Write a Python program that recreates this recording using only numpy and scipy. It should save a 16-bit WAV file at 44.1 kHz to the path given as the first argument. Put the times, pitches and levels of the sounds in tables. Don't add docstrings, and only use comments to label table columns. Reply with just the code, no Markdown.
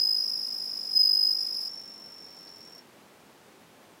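import sys
import numpy as np
from scipy import signal
from scipy.fft import rfft, irfft
from scipy.io import wavfile

SR = 44100
rng = np.random.default_rng(int(sys.argv[2]) if len(sys.argv) > 2 else 0)


def output_pcm(signal):
    pcm = np.clip(np.atleast_2d(signal).T, -1, 1) * 32767
    wavfile.write(sys.argv[1], SR, np.round(pcm).astype(np.int16))


N = 176400
T = np.arange(N) / SR

# frequency in Hz, relative density in dB.
NEAR_FILE_SPECTRUM = [(2500, -24), (3800, -8.5), (4350, 0), (4600, 9), (5600, 7), (6600, -5), (7800, 0),
                      (8400, -6), (9050, -6.5), (9450, 4.5), (10200, 0.5), (10700, -19), (11400, 1.5),
                      (13000, -5.5), (14000, 3), (15600, -9)]


def near_cricket():
    # start in seconds, stroke count.
    runs = [(-.010, 36), (.670, 8), (.825, 6), (.947, 2), (1.028, 28), (1.579, 5)]
    # time in seconds, mid-stroke level in dB.
    levels = [(0, -17.5), (.15, -19.5), (.2, -21.5), (.4, -26.5), (.9, -30), (.935, -24.5), (.965, -16.5),
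              (.995, -14), (1.02, -15), (1.11, -16.5), (1.28, -18), (1.35, -22.5), (1.48, -26),
              (1.68, -28.5)]
    soft_hz, soft_db, sag_hz_per_db, sag_lag_s = 5064, -26.5, 2.5, .02
    number, place, length_s = strokes(runs, stop_s=1.689)
    level_db = curve(levels)
    effort_db = np.maximum(level_db - soft_db, 0)
    pitch_hz = soft_hz - sag_hz_per_db * np.interp(T - sag_lag_s, T, effort_db)
    force = undb(level_db + .8 * per_stroke(number))
    ring = wing(pitch_hz, number, place, glide_hz=50, surge_hz=21.7, scatter_hz=14, jitter_hz=16.6,
                second_db=-28 - .48 * effort_db, third_db=-27.5, drag_db=4.5, blur_rad=.36)
    envelope = stroke_envelope(place, length_s, closing_share=.88, attack_s=.006, release_s=.0065,
                               swell_db=9 - .4 * effort_db)
    scrape = rasp(NEAR_FILE_SPECTRUM, number, place,
                  bite_at=.085, bite_width=.85, scatter_db=2.5, grain_db=3.7)
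    scrape_db = -53.5 + .4 * (level_db - soft_db)
    return in_room(force * envelope * ring + undb(scrape_db) * scrape, wet_db=-21)


def scratches():
    # centre in seconds, level in dB.
    catches = [(.842, -53.5), (.969, -48), (1.032, -46.5), (1.149, -41.5), (1.324, -44), (1.618, -45),
               (1.669, -50)]
    envelope = sum(undb(db) * bump(T, at_s, width=.004) for at_s, db in catches)
    return in_room(envelope * noise(NEAR_FILE_SPECTRUM), wet_db=-13.5)


def far_cricket():
    # start in seconds, stroke count.
    runs = [(.17, 57), (1.344, 18), (1.711, 28), (2.282, 10), (2.489, 9), (2.695, 2), (2.747, 2)]
    # time in seconds, level in dB.
    levels = [(.17, -37), (.27, -33), (.55, -37.5), (.95, -40), (1.05, -52), (1.3, -44), (1.41, -31.5),
              (1.48, -41), (1.56, -34.5), (1.74, -35.5), (1.92, -41.5), (2.3, -43.5), (2.8, -43.5)]
    # time in seconds, depth from 0 to 1.
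    skip_depths = [(1.75, 0.06), (2.2, 0), (2.45, 0.87), (2.8, 1)]
    # frequency in Hz, relative density in dB.
    file_spectrum = [(3000, -18.5), (5000, 5.5), (5700, 0.5), (6600, -6), (7300, 2.5), (8000, -16),
                     (8800, -4.5), (9600, -14), (11100, -2), (13000, -10), (15600, -4)]
    # frequency in Hz, relative density in dB.
    scuff_spectrum = [(3500, -17), (4300, -4), (5100, -1), (6000, -13), (9000, -40)]
    skip_at_s, skip_width_s, closing_s = .0086, .0025, .019
    wing_hz, slip_hz = 5415, 108.6
    number, place, length_s = strokes(runs, stop_s=2.81)
    level_db = curve(levels) + .98 * per_stroke(number)
    skip = curve(skip_depths) * bump(place * length_s, skip_at_s, skip_width_s)
    ring = wing(wing_hz + slip_hz * skip, number, place, glide_hz=84, surge_hz=20, scatter_hz=9.26,
                jitter_hz=36.2, second_db=-20.5 - 15 * place, third_db=-36, drag_db=2, blur_rad=.6)
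    envelope = stroke_envelope(place, length_s, closing_share=closing_s / length_s,
                               attack_s=.0035, release_s=.0048, swell_db=2)
    tone = undb(level_db) * (1 - skip) * envelope * ring
    scrape = rasp(file_spectrum, number, place, bite_at=.11, bite_width=.3, scatter_db=2.2, grain_db=1.2)
    scrape *= undb(-37 + .5 * level_db)
    scuff = rasp(scuff_spectrum, number, place, bite_at=.5, bite_width=.25, scatter_db=6, grain_db=-1)
    scuff *= undb(-60.5) * bump(T, centre=2.43, width=.14)
    return in_room(tone + scrape + scuff, wet_db=-10)


def wing(hz, number, place, glide_hz, surge_hz, scatter_hz, jitter_hz,
         second_db, third_db, drag_db, blur_rad):
    surge_share = .39
    surge = np.cos(2 * np.pi * (place - .5) / surge_share + np.pi / 4)
    hz = hz - glide_hz * (place - .5) + surge_hz * surge
    hz = hz + scatter_hz * per_stroke(number) + jitter_hz * wander(650)
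    phase = 2 * np.pi * np.cumsum(hz) / SR
    overtones = sum(undb(db) * np.sin(k * phase + blur_rad * wander(325))
                    for k, db in ((2, second_db), (3, third_db)))
    return np.sin(phase) + undb(-drag_db * surge) * overtones


def rasp(colour, number, place, bite_at, bite_width, scatter_db, grain_db):
    edges_hz = [0, 6500, 9000, 12000, 14500, 22050]
    bite = bump(place, bite_at, bite_width) * (place > 0)
    spectrum, hz = rfft(noise(colour)), np.fft.rfftfreq(N, 1 / SR)
    bands = sum(irfft(spectrum * (hz >= lo) * (hz < hi), N) * undb(scatter_db * per_stroke(number))
                for lo, hi in zip(edges_hz, edges_hz[1:]))
    return bands * bite * undb(grain_db * wander(650))


def strokes(runs, stop_s):
    starts_s, counts = np.array(runs).T
    edges_s = np.append(starts_s, stop_s)
    cycle = np.interp(T, edges_s, np.append(0, np.cumsum(counts)))
    run = np.clip(np.searchsorted(edges_s, T) - 1, 0, len(runs) - 1)
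    return cycle.astype(int), cycle % 1, (np.diff(edges_s) / counts)[run]


def stroke_envelope(place, length_s, closing_share, attack_s, release_s, swell_db):
    closing = ramp(place * length_s / attack_s) * ramp((closing_share - place) * length_s / release_s)
    opening = ramp((place - .5) * 10) * ramp((1 - place) * 10)
    return closing * undb(swell_db * (place - .5)) + undb(-19) * opening * (1 - closing)


def in_room(x, wet_db, t60_s=.16, first_echo_s=.004):
    t = T[:SR // 2]
    tail = rng.standard_normal(len(t)) * np.exp(-np.log(1000) * t / t60_s) * (t > first_echo_s)
    return x + undb(wet_db) * signal.fftconvolve(x, tail / np.linalg.norm(tail))[:N]


def room_tone():
    # frequency in Hz, relative density in dB.
    air_spectrum = [(15, -73), (25, -46), (69, -14), (101, -10), (227, -1.5), (322, -3.5), (421, -3),
                    (598, -5.5), (703, -6.5), (919, -7), (1200, -10.5), (2420, -14.5), (5280, -20.5),
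                    (14300, -27.5), (15500, -29)]
    return noise(air_spectrum) * undb(-55 + .1 * wander(4.1))


def noise(colour):
    hz, db = np.array(colour).T
    bins_hz = np.maximum(np.fft.rfftfreq(N, 1 / SR), 1)
    gain = undb(np.interp(np.log(bins_hz), np.log(hz), db)) * np.minimum(bins_hz / hz[0], 1) ** 2
    x = irfft(rfft(rng.standard_normal(N)) * gain, N)
    return x / x.std()


def wander(corner_hz):
    hz = np.fft.rfftfreq(N, 1 / SR)
    x = irfft(rfft(rng.standard_normal(N)) / (1 + (hz / corner_hz) ** 2), N)
    return x / x.std()


def per_stroke(number):
    return rng.standard_normal(N)[number]


def curve(rows):
    return np.interp(T, *np.array(rows).T)


def bump(x, centre, width):
    return np.exp(-((x - centre) / width) ** 2)


def ramp(x):
    return np.sin(np.pi / 2 * np.clip(x, 0, 1)) ** 2


def undb(db):
    return 10 ** (np.asarray(db) / 20)


def scene():
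    return (near_cricket() + scratches() + far_cricket() + room_tone())[None]


def record(dry):
    cutoff_hz = 15800
    return signal.sosfilt(signal.ellip(10, .2, 80, cutoff_hz, fs=SR, output="sos"), dry)


dry = scene()
out = record(dry)
output_pcm(out)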